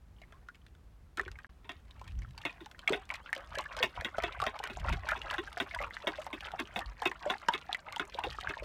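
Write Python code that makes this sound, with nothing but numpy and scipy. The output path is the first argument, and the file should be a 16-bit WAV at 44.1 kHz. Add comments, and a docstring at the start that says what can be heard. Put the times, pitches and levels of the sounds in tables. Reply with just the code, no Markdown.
"""Whisking eggs outdoors

An egg shell is pulled apart over a large steel bowl of raw eggs; a wire whisk plunges in and, after a
short gap of silence, beats them about four times a second. Shell cracks and bubbles pop and gurgle as damped
sines of climbing pitch, wet films snap as ragged noise ticks, and wires strike the modes of the egg-damped
bowl. Low shaped noise makes wind and perhaps table bumps; a distant bird whistles upward as a gliding sine."""
import sys
import numpy as np
from scipy import signal
from scipy.fft import rfft, irfft, next_fast_len
from scipy.io import wavfile
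from scipy.ndimage import uniform_filter1d, map_coordinates

SR = 44100
rng = np.random.default_rng(int(sys.argv[2]) if len(sys.argv) > 2 else 0)


def convert_level_to_amplitude(level_db):
    """Map a level in decibels to its linear amplitude factor."""
    exponent = np.asarray(level_db, float) / 20
    return 10 ** exponent


def digitize_waveform(pressure):
    """Quantize a signal to 16-bit integers and store it at the path in sys.argv[1].

    Rows of a 2-D input are taken as channels; values are limited to [-1, 1].
    """
    field = np.atleast_2d(pressure).T
    bounded = np.clip(field, -1, 1)
    quanta = np.round(bounded * 32767).astype(np.int16)
    wavfile.write(sys.argv[1], SR, quanta)


N = 381024  # samples: 8.64 s


def unit(x):
    """Scales x to rms 1."""
    return x / np.sqrt(np.mean(x ** 2) + 1e-20)


def rows_unit(x):
    """Scales every row to energy 1."""
    return x / np.linalg.norm(x, axis=1, keepdims=True)


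def noise():
    """White noise for the whole scene."""
    return rng.standard_normal(N)


def along(points, hz):
    """Reads a curve of (f/Hz, value) points on a log frequency axis."""
    f, value = np.transpose(points)
    return np.interp(np.log(hz + 1), np.log(f + 1), value)


def curve(rows):
    """One value per sample, in straight lines between (t/s, value) rows."""
    return np.interp(np.arange(N) / SR, *np.transpose(rows))


def wobble(rate):
    """A smooth random curve with `rate` knots a second."""
    knots = rng.standard_normal(int(N * rate / SR) + 4)
    return map_coordinates(knots, [np.arange(N) * rate / SR])


def filtered(x, response):
    """x times a response of frequency."""
    m = next_fast_len(N + SR // 2)
    return irfft(rfft(x, m) * response(np.fft.rfftfreq(m, 1 / SR)), m)[..., :N]


def coloured(x, spectrum):
    """x through an EQ curve of (f/Hz, level/dB) points."""
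    return filtered(x, lambda hz: convert_level_to_amplitude(along(spectrum, hz)))


def placed(times, grains):
    """Mixes rows of samples at their start times in seconds."""
    at = np.round(times * SR).astype(int)[:, None] + np.arange(grains.shape[1])
    return np.bincount(at.ravel(), grains.ravel(), N + SR)[:N]


def swells(s, db, rise_db_per_s, fall_db_per_s):
    """Summed power of humps that climb to a peak and die away, straight in dB."""
    step = np.arange(0, N, 64) / SR
    lag = step - s[:, None]
    hump_db = db[:, None] - np.where(lag < 0, -lag * rise_db_per_s, lag * fall_db_per_s)
    power = (convert_level_to_amplitude(hump_db) ** 2).sum(axis=0)
    return np.interp(np.arange(N) / SR, step, power)


def bubbles(s, db, hz, t60, rise, attack, rough, linger, size):
    """Damped sines whose pitch climbs, as when a pocket nears the surface, and wavers like its moving walls."""
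    t = np.arange(size) / SR
    hz, t60 = hz[:, None], t60[:, None]
    walk = np.cumsum(rng.standard_normal((len(s), size)), axis=1)
    waver = uniform_filter1d(walk, size=24, axis=1) * np.sqrt(hz / SR)
    # rise: share of the pitch gained in one t60
    turns = hz * (t + rise * t * t / (2 * t60)) + rough * waver
    fade = (1 - linger) * convert_level_to_amplitude(-60 * t / t60) + linger * convert_level_to_amplitude(-24 * t / t60)  # a weak part sings on
    onset = 1 - np.exp(-t * hz / attack)  # attack in cycles
    shape = convert_level_to_amplitude(db[:, None]) * fade * onset * (1 - t / t[-1])
    return placed(s, shape * np.sin(2 * np.pi * turns))


# Slow wind: t/s, buffet level/dB before a small random wobble
BREEZE_LEVEL = [(0, -54.5), (.6, -61.5), (.8, -57), (1.5, -59.5), (1.9, -55.5), (2.3, -70), (2.42, -76),
                (2.6, -61), (3.4, -59.5), (3.9, -66), (4.7, -59), (5.2, -52.5), (5.55, -56), (5.75, -63),
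                (6.3, -60.5), (6.7, -56.5), (7.1, -63), (8.63, -59.5)]
# Low swells: wind gusts, perhaps some table bumps: t/s, peak level/dB, time to fall 10 dB on each side/s
LOW_SWELLS = [(1.31, -48.5, .1), (2.199, -36.5, 0.12), (3.56, -50.5, 0.1), (3.78, -51.5, 0.07),
              (4.0, -39, 0.03), (4.25, -49.5, 0.1), (4.41, -42.5, 0.06), (4.81, -38, 0.05),
              (4.92, -32.5, 0.0628), (5.82, -45, .08), (6.89, -42.5, 0.04), (8.29, -45.5, 0.1),
              (8.49, -41, 0.02), (8.63, -44.5, .04)]
# Colour of the low rumble: f/Hz, relative level/dB per Hz
BUFFET_COLOUR = [(12, -50), (20, -20.5), (49, 9.5), (83, 2.5), (175, -18), (400, -41), (520, -64),
                 (880, -120)]
# Colour of the flapping in strong swells: f/Hz, relative level/dB per Hz
FLAP_COLOUR = [(40, -120), (70, -31), (110, 4.5), (200, -10.5), (400, -34), (800, -120)]
# Colour of the outdoor hush: f/Hz, relative level/dB per Hz
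HUSH_COLOUR = [(100, -8.5), (160, -5), (300, -12.5), (600, -19), (1200, -21), (3000, -30.5), (8000, -38),
               (16000, -42.5)]


def outdoors():
    """Lumpy low noise of wind on the microphone and perhaps table bumps, higher as it swells, over a hush."""
    s, db, width = np.transpose(LOW_SWELLS)
    slope = 10 / width[:, None]  # dB per s
    breeze = convert_level_to_amplitude(curve(BREEZE_LEVEL) + 1.5 * wobble(7.7)) ** 2
    force_db = 10 * np.log10(swells(s, db, slope, slope) + breeze)
    buffet = unit(coloured(noise(), BUFFET_COLOUR) * convert_level_to_amplitude(0.9 * wobble(9.8)))
    flap = unit(coloured(noise(), FLAP_COLOUR) * convert_level_to_amplitude(5 * wobble(20)))
    hush = unit(coloured(noise(), HUSH_COLOUR)) * convert_level_to_amplitude(0.98 * wobble(3.7))
    flap_db = 1.413 * force_db + 5.5  # grows faster than the buffet
    return convert_level_to_amplitude(force_db) * buffet + convert_level_to_amplitude(flap_db) * flap + convert_level_to_amplitude(-66) * hush


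# Bird whistles: t/s, level/dB before a quick random wobble
WHISTLES = [(2.798, -74), (2.988, -68), (3.188, -66), (3.388, -66)]


def bird():
    """A repeated whistle: a slightly unsteady sine that rises, more slowly towards its top."""
    t = np.arange(int(.085 * SR)) / SR
    hz = 2300 + 2700 * (1 - np.exp(-t / 0.11))
    swell = np.sin(np.pi * t / t[-1]) ** 0.51
    call = swell * np.sin(2 * np.pi * np.cumsum(hz) / SR)
    s, db = np.transpose(WHISTLES)
    return placed(s, convert_level_to_amplitude(db[:, None]) * call) * convert_level_to_amplitude(1.7 * wobble(90))


def hollow(x, size=4096):
    """The bowl's open hollow answers with a short dull tail that varies at random from moment to moment."""
    t = np.arange(size) / SR
    starts = np.arange(0, N, size // 2)
    padded = np.pad(x, (size // 2, size))
    pieces = padded[starts[:, None] + np.arange(size)] * np.hanning(size)
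    dull = signal.lfilter([.3], [1, -.7], rng.standard_normal(pieces.shape))
    # a fresh tail for each piece avoids steady stripes in the spectrum
    tails = rows_unit(dull * convert_level_to_amplitude(-60 * t / 0.041) * (t > .001))
    answer = signal.fftconvolve(pieces, tails, axes=1)
    at = starts[:, None] + np.arange(answer.shape[1])
    return np.bincount(at.ravel(), answer.ravel())[size // 2:][:N]


# Whisk passes through the egg: t/s of the fullest slosh, gurgle level/dB
WHISK_PASSES = [(1.24, -61), (1.73, -63.5), (2.06, -61.5), (2.27, -66), (2.48, -54), (2.66, -60),
                (2.932, -47), (3.14, -52), (3.37, -49), (3.589, -44), (3.8, -41), (4.04, -45.5),
                (4.23, -42), (4.46, -39.5), (4.67, -47.5), (4.888, -41), (5.129, -40.5), (5.358, -43),
                (5.608, -43.5), (5.81, -45.5), (6.08, -46.5), (6.27, -50), (6.608, -49), (6.81, -46),
                (7.03, -46.5), (7.31, -44), (7.55, -45), (7.73, -48.5), (8.01, -48.5), (8.248, -42.5),
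                (8.49, -45.5)]
# Egg circling on between passes: t/s, gurgle level/dB
SWIRL_LEVEL = [(1.17, -65), (1.46, -68.5), (1.6, -76), (2.1, -67.5), (2.9, -70), (3.5, -60), (4.7, -53),
               (5.6, -55.5), (6.4, -51.5), (6.9, -62), (8.63, -52.5)]
# Egg white running from the shell: t/s, gurgle level/dB
DRIBBLE_LEVEL = [(.1, -90), (.2, -77), (.6, -79), (.8, -90)]


def stirring():
    """Every pass heaps the egg up and lets it settle over a slow swirl; before the whisk the shell dribbles."""
    passes = swells(*np.transpose(WHISK_PASSES), rise_db_per_s=138, fall_db_per_s=166)
    stirred = np.sqrt(passes + convert_level_to_amplitude(curve(SWIRL_LEVEL)) ** 2)
    whisk_in = np.arange(N) / SR > SWIRL_LEVEL[0][0]
    return np.where(whisk_in, stirred, convert_level_to_amplitude(curve(DRIBBLE_LEVEL)))


# Bubble strength by pitch, also the colour of the wet rush: f/Hz, relative level/dB
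FROTH_COLOUR = [(200, -38), (350, -36), (600, -4.5), (1200, 3), (2200, 2.5), (4000, -16), (7000, -29),
                (12000, -72)]


def gurgle(count=5500):
    """A tangle of small pockets and a lumpy wet rush, both following the stirring."""
    u = rng.random((count, 4))
    hz = 450 * 2 ** (3.174 * u[:, 1] ** 1.104)
    db = along(FROTH_COLOUR, hz) - 3 * np.log(u[:, 2] + 0.0069)  # most are faint, a few stand out
    t60 = (7 + 20 * u[:, 3]) / hz
    froth = bubbles(u[:, 0] * N / SR, db, hz, t60, rise=0.7 * u[:, 3:] ** 2, attack=1.0,
                    rough=0.086, linger=0, size=SR // 50)
    rush = unit(coloured(noise(), FROTH_COLOUR))
    return stirring() * unit(convert_level_to_amplitude(4.43 * wobble(35)) * (unit(froth) + 0.1 * rush))


# Colour of snapping film and fine splash: f/Hz, relative level/dB
FILM_COLOUR = [(300, -22), (1000, 5), (3000, 9), (5000, 0.5), (9000, -7.5), (10500, -14.5), (13000, -12),
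               (16000, -38)]


def droplets(count=3200):
    """Fine splash: tiny high pockets of a few cycles and short bursts of fizz, in clumps."""
    u = rng.random((count, 4))
    hz = 2500 * 2 ** (2.45 * u[:, 1])
    db = along(FILM_COLOUR, hz) - 5.1 * np.log(u[:, 2] + 0.0076)
    t60 = (5 + 22 * u[:, 3]) / hz
    fine = bubbles(u[:, 0] * N / SR, db, hz, t60, rise=0.32, attack=0.37,
                   rough=0.076, linger=0, size=SR // 100)
    fizz = unit(coloured(noise(), FILM_COLOUR) * convert_level_to_amplitude(10.0 * wobble(110)))
    clumps = unit((unit(fine) + 0.55 * fizz) * convert_level_to_amplitude(6.0 * wobble(30)))
    return convert_level_to_amplitude(-10.0) * stirring() * clumps


def gloops(count=330):
    """Middling pockets, scattered through the stirring: slow to start, long-lived, gliding upward."""
    u = rng.random((count, 5))
    hz = 520 * 2 ** (2.3 * u[:, 1])
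    stir_db = 20 * np.log10(stirring()[(u[:, 0] * N).astype(int)] + 1e-9)
    db = -4 - 4 * np.log(u[:, 2] + .05) + stir_db
    t60 = 43 * (.3 + 0.73 * u[:, 3]) / hz  # 13 to 44 cycles
    return bubbles(u[:, 0] * N / SR, db, hz, t60, rise=0.91 * u[:, 4:] ** 2, attack=1.5,
                   rough=0.071, linger=.2, size=SR // 12)


# Short tonal pops: shell cracks, then bubbles in the egg:
# t/s, level/dB, starting f/Hz, t60/s of the main part
TONAL_POPS = [(0.165, -58, 3050, 0.011), (0.185, -58, 3000, 0.02), (0.217, -43.5, 620, 0.017),
              (0.221, -48.5, 2141, 0.022), (0.236, -45, 2060, 0.014), (0.324, -47.5, 598, 0.012),
              (0.325, -46.5, 1440, 0.015), (0.338, -56, 1030, 0.11), (0.487, -34.5, 1390, 0.027),
              (0.547, -55, 2130, 0.037), (0.548, -57, 3000, 0.014), (0.617, -58, 3000, 0.011),
              (0.665, -49, 1555, 0.0094), (0.75, -54, 1430, 0.016), (1.176, -32.0, 1359, 0.045),
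              (1.183, -37, 384, 0.025), (1.196, -13.5, 1800, 0.0069), (1.206, -32.5, 385, 0.04),
              (1.234, -39.5, 1363, 0.012), (1.261, -38.5, 2285, 0.011), (1.264, -42, 359, 0.117),
              (1.28, -30.5, 1478, 0.014), (1.356, -42, 2000, 0.012), (1.388, -36.5, 1690, 0.011),
              (1.446, -29.5, 1584, 0.0053), (1.91, -43.5, 3580, 0.01), (2.015, -32.5, 916, 0.014),
              (2.086, -45, 2200, 0.01), (2.19, -48.5, 5700, 0.01), (2.22, -43, 2040, 0.017),
              (2.248, -38.5, 1296, 0.012), (2.378, -39.5, 4512, 0.012), (2.418, -41.5, 2640, 0.012),
              (2.438, -40, 1747, 0.014), (2.495, -37, 2458, 0.026), (2.662, -42.5, 822, 0.047),
              (2.747, -44, 1750, 0.026), (2.793, -41, 2851, 0.014), (2.876, -16.5, 2204, 0.023),
              (2.887, -28.5, 624, 0.015), (2.89, -28.5, 1258, 0.026), (2.904, -22.5, 415, 0.042),
              (2.923, -21.0, 474, 0.052), (2.947, -35, 701, 0.15), (3.103, -20, 2140, 0.0089),
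              (3.105, -38, 886, 0.044), (3.144, -30.5, 2040, 0.021), (3.292, -35.5, 1590, 0.024),
              (3.329, -18.0, 1930, 0.013), (3.365, -33.5, 502, 0.084), (3.517, -39.5, 944, 0.05),
              (3.554, -35.5, 1707, 0.12), (3.574, -31.5, 570, 0.035), (3.659, -32, 1600, 0.019),
              (3.78, -32.5, 950, 0.023), (3.784, -35.0, 1564, 0.13), (3.805, -30, 490, 0.067),
              (3.838, -21.0, 586, 0.013), (3.975, -32, 960, 0.065), (4.011, -28.5, 1690, 0.016),
              (4.02, -28.5, 570, 0.011), (4.182, -31, 1234, 0.061), (4.183, -20.5, 610, 0.024),
              (4.202, -25.5, 2064, 0.0098), (4.238, -21.5, 635, 0.014), (4.401, -22.5, 1300, 0.015),
              (4.422, -22, 1110, 0.022), (4.426, -24.5, 658, 0.016), (4.437, -38, 743, 0.21),
              (4.439, -26.0, 1330, 0.032), (4.468, -26.5, 695, 0.041), (4.601, -28.5, 758, 0.029),
              (4.639, -28.5, 1870, 0.02), (4.771, -29.5, 730, 0.017), (4.854, -32.5, 664, 0.058),
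              (4.897, -23, 640, 0.01), (4.9, -25.5, 2563, 0.0069), (5.088, -23.0, 1620, 0.045),
              (5.118, -12.0, 1250, 0.0053), (5.217, -28, 2770, 0.012), (5.308, -28, 1603, 0.014),
              (5.311, -28, 1030, 0.02), (5.341, -30, 774, 0.027), (5.344, -27.5, 1594, 0.015),
              (5.475, -32.5, 1594, 0.015), (5.571, -32.5, 681, 0.061), (5.571, -25.5, 1632, 0.012),
              (5.711, -34, 2135, 0.04), (5.746, -26.5, 1530, 0.015), (5.762, -32.5, 950, 0.047),
              (5.789, -27.5, 1884, 0.027), (5.804, -33, 850, 0.027), (5.908, -30, 1930, 0.011),
              (5.968, -20, 1860, 0.0049), (6.041, -36, 586, 0.04), (6.075, -27, 654, 0.053),
              (6.185, -33.5, 598, 0.081), (6.266, -25, 806, 0.013), (6.45, -34.5, 2910, 0.014),
              (6.47, -30.5, 2600, 0.0075), (6.537, -28, 697, 0.041), (6.762, -22, 690, 0.0073),
              (6.783, -34, 732, 0.055), (7.021, -23, 856, 0.027), (7.116, -25.5, 1560, 0.011),
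              (7.116, -33, 930, 0.044), (7.262, -23, 586, 0.091), (7.301, -31, 722, 0.082),
              (7.486, -17.5, 842, 0.055), (7.486, -10.5, 1440, 0.0067), (7.692, -34.0, 760, 0.066),
              (7.729, -18, 3670, 0.0054), (7.747, -18.0, 1980, 0.011), (7.879, -35.5, 857, 0.032),
              (7.961, -32.5, 3170, 0.03), (7.966, -30.5, 920, 0.024), (8.15, -34.5, 547, 0.069),
              (8.187, -23.5, 902, 0.033), (8.243, -31.5, 775, 0.064), (8.269, -28, 558, 0.03),
              (8.386, -23, 1130, 0.0088), (8.446, -29, 1050, 0.014), (8.473, -18.5, 1620, 0.0071),
              (8.538, -29, 1550, 0.012), (8.57, -30.0, 900, 0.017), (8.623, -33.5, 515, 0.059)]


def pops():
    """The listed pops, one by one, each a damped sine of climbing pitch."""
    return bubbles(*np.transpose(TONAL_POPS), rise=0.252, attack=0.4,
                   rough=0.084, linger=0.18, size=SR // 8)


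# Loudest cracks of shell and tears of wet film: t/s, energy level/dB before the film colour
LOUD_TEARS = [(0.2166, -34.5), (0.3231, -36.0), (0.486, -34), (0.546, -41), (0.5543, -37), (0.6647, -35.5),
              (0.683, -47), (0.7503, -43.0), (1.1727, -17), (1.1955, -23), (1.213, -26.5), (1.2794, -31.5),
              (1.3153, -26), (1.388, -36), (1.6933, -28), (1.7174, -30), (1.908, -37), (1.995, -36.5),
              (2.0133, -32.5), (2.042, -36.5), (2.0777, -28), (2.1196, -37), (2.189, -38), (2.219, -33.5),
              (2.308, -36.5), (2.378, -23), (2.385, -30.5), (2.4154, -28.5), (2.4522, -19), (2.6598, -26.5),
              (2.7133, -28.5), (2.7918, -23.5), (2.8781, -11.5), (2.8945, -14), (2.9233, -16.5),
              (3.092, -27), (3.111, -25), (3.1394, -19), (3.3294, -13), (3.3501, -20), (3.378, -26.5),
              (3.5532, -19), (3.5856, -10.5), (3.7664, -18.5), (3.7749, -24), (3.8332, -11), (4.0096, -20),
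              (4.0474, -20.5), (4.1823, -20), (4.223, -22), (4.2354, -15.5), (4.401, -20.5),
              (4.4177, -13.5), (4.439, -18.5), (4.4661, -21), (4.5898, -19.5), (4.638, -13.5),
              (4.6732, -21.5), (4.892, -18.5), (4.926, -21), (5.0885, -13.5), (5.1118, -19), (5.217, -26),
              (5.3095, -15.5), (5.339, -20.5), (5.5287, -24), (5.576, -21.0), (5.601, -20), (5.748, -16.5),
              (5.8246, -21.5), (6.0748, -17), (6.218, -25.5), (6.265, -24.5), (6.4077, -22.5),
              (6.5175, -24), (6.5985, -14.5), (6.7908, -14.0), (7.0186, -17.5), (7.0544, -14.5),
              (7.0724, -16), (7.1145, -24.0), (7.299, -21), (7.3055, -17), (7.4848, -7.5), (7.536, -18),
              (7.5486, -24), (7.7291, -15), (7.7463, -19.5), (7.9243, -18.5), (7.9614, -18.5),
              (7.9968, -20), (8.1894, -20), (8.2388, -25), (8.4096, -20.5), (8.4917, -22.5)]


def snaps(count=600):
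    """Short ragged noise ticks: the loud ones, and many small, thin, pitched ones that follow the stirring."""
    t = np.arange(SR // 50) / SR
    s, db = np.transpose(LOUD_TEARS)
    loud = len(db)
    u = rng.random((count, 4))
    effort = unit(stirring())[(u[:, 0] * N).astype(int)] ** 0.84  # share of the stirring's swing in dB
    small = convert_level_to_amplitude(-45.5 - 6 * np.log(u[:, 1] + 0.041)) * effort
    s = np.append(s, u[:, 0] * N / SR)
    gain = np.append(convert_level_to_amplitude(db), small)
    life = np.append(np.full(loud, .014), 0.0032 + 0.0085 * u[:, 2])[:, None]  # s
    life = life * convert_level_to_amplitude(rng.normal(0, 2.2, (len(s), 1)))
    jerks = rng.standard_normal((len(s), len(t) // 21))
    ragged = convert_level_to_amplitude(0.69 * np.repeat(jerks, 21, axis=1))  # a tear goes in jerks
    envelope = convert_level_to_amplitude(-60 * t / life) * (1 - np.exp(-t / 0.00022))
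    tear = envelope * ragged * rng.standard_normal(ragged.shape)
    # each small tear keeps a narrow band around its own pitch
    pitch = 3500 * 2 ** (2.1 * u[:, 3:])
    octaves = np.log2((np.fft.rfftfreq(2 * len(t), 1 / SR) + 1) / pitch)
    thin = irfft(rfft(tear[loud:], 2 * len(t)) * convert_level_to_amplitude(-14 * np.abs(octaves)))[:, :len(t)]
    ticks = gain[:, None] * rows_unit(np.vstack([tear[:loud], thin]))
    return coloured(placed(s, ticks), FILM_COLOUR)


# Egg-damped modes of the steel bowl: f/Hz, width/Hz, relative level/dB (f and level vary per blow)
BOWL_MODES = [(216, 49, -10), (330, 133, 18.5), (415, 53, 18), (686, 110, 2), (1058, 36.5, 14.5),
              (1280, 320, 0), (1516, 210, 5.5), (1750, 110, 4.5), (1862, 110, 8.5), (2202, 164, 8.5),
              (2587, 150, 1.5), (2550, 40, 11), (2797, 200, 5), (3030, 300, -2.5), (3335, 200, 6),
              (3734, 170, 4.5), (4170, 280, -33), (6050, 770, -24.5)]


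def bowl(blows, low, scatter_db, detune):
    """Each row of blows drives the bowl's low or high modes; contact point and egg load vary by blow."""
    m = next_fast_len(3 * blows.shape[1])
    f = np.fft.rfftfreq(m, 1 / SR)
    chance = rng.standard_normal((len(blows), len(BOWL_MODES), 2, 1))
    response = 0
    for k, (hz, width, db) in enumerate(BOWL_MODES):
        if (hz < 500) == low:
            centre = hz * (1 + detune * chance[:, k, 0])
            gain = (-1) ** k * convert_level_to_amplitude(db + scatter_db * chance[:, k, 1])
            damping = 1j * f * width
            response = response + gain * damping / (centre ** 2 - f * f + damping)
    return irfft(rfft(blows, m) * response, m)


# Wires on the bowl: t/s, clank energy level/dB, thud energy level/dB
WIRE_STRIKES = [(1.1776, -19.5, -18), (1.6447, -32.5, -37), (1.6923, -11.5, -24), (2.4513, -5.5, -15.0),
                (2.605, -26.5, -22.5), (2.9309, -4, -14.5), (3.1393, -21, -50.0), (3.5837, -24, -28),
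                (3.8275, 2.5, -10.5), (4.0462, -6.5, -14.5), (4.2373, -6, -13), (4.4654, -5.5, -14),
                (4.6983, -16, -19.5), (4.9267, -11, -19.5), (5.1609, -15, -21.5), (5.3813, -7.5, -13.5),
                (5.6006, -3.5, -10.0), (6.0701, -4, -9.5), (6.3286, -12, -16), (6.5922, -9.0, -13.5),
                (6.7598, -8, -11.5), (7.057, 0.5, -8.5), (7.2997, -3.5, -13.5), (7.5372, -6, -13),
                (7.9956, -5, -13.5), (8.2374, -9, -17), (8.4935, -16, -17.5)]


def strikes():
    """The wires land in a ragged volley and drag along the steel; the bowl's floor gives a slower thud."""
    t = np.arange(SR // 5) / SR
    s, clank_db, thud_db = np.transpose(WIRE_STRIKES)
    shape = (len(s), len(t))
    spikes = rng.standard_normal(shape) * convert_level_to_amplitude(4 * rng.standard_normal(shape))
    drag = np.exp(-(t / 0.018) ** 2)  # wire after wire keeps the contact going, then the whisk lifts
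    # wires rattle on after the drag, 3.5 dB weaker each second as egg coats them
    rattle = convert_level_to_amplitude(-0.5 - 3.5 * s[:, None] - 60 * t / 0.23)
    landing = rows_unit(convert_level_to_amplitude(-60 * t / 0.0039) * spikes)
    volley = 0.67 * landing + rows_unit((drag + rattle) * spikes)
    push = convert_level_to_amplitude(-60 * t / .11) * (1 - np.exp(-t / 0.0024)) * rng.standard_normal(shape)
    clank = rows_unit(bowl(volley, False, scatter_db=-1.5, detune=0.0067))
    thud = rows_unit(bowl(push, True, scatter_db=3.5, detune=0.01))
    return placed(s, convert_level_to_amplitude(clank_db[:, None]) * clank + convert_level_to_amplitude(thud_db[:, None]) * thud)


def scene():
    """Egg and whisk in the bowl with its hollow answer, open air around."""
    egg = gurgle() + droplets() + gloops() + pops() + snaps() + strikes()
    return (outdoors() + bird() + convert_level_to_amplitude(-8.5) * hollow(egg) + egg)[None]


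def band_limit(x):
    """A steep low-pass at the top of the band."""
    return signal.sosfilt(signal.butter(12, 16490, fs=SR, output="sos"), x)


# Short gap of silence: start t/s, end t/s
SILENCE = (1.4685, 1.493)


def record(dry):
    """The whole sound drops out for a moment."""
    t = np.arange(N) / SR
    sounding = (t < SILENCE[0]) | (t > SILENCE[1])
    return band_limit(dry * sounding)


dry = scene()
out = record(dry)
digitize_waveform(out)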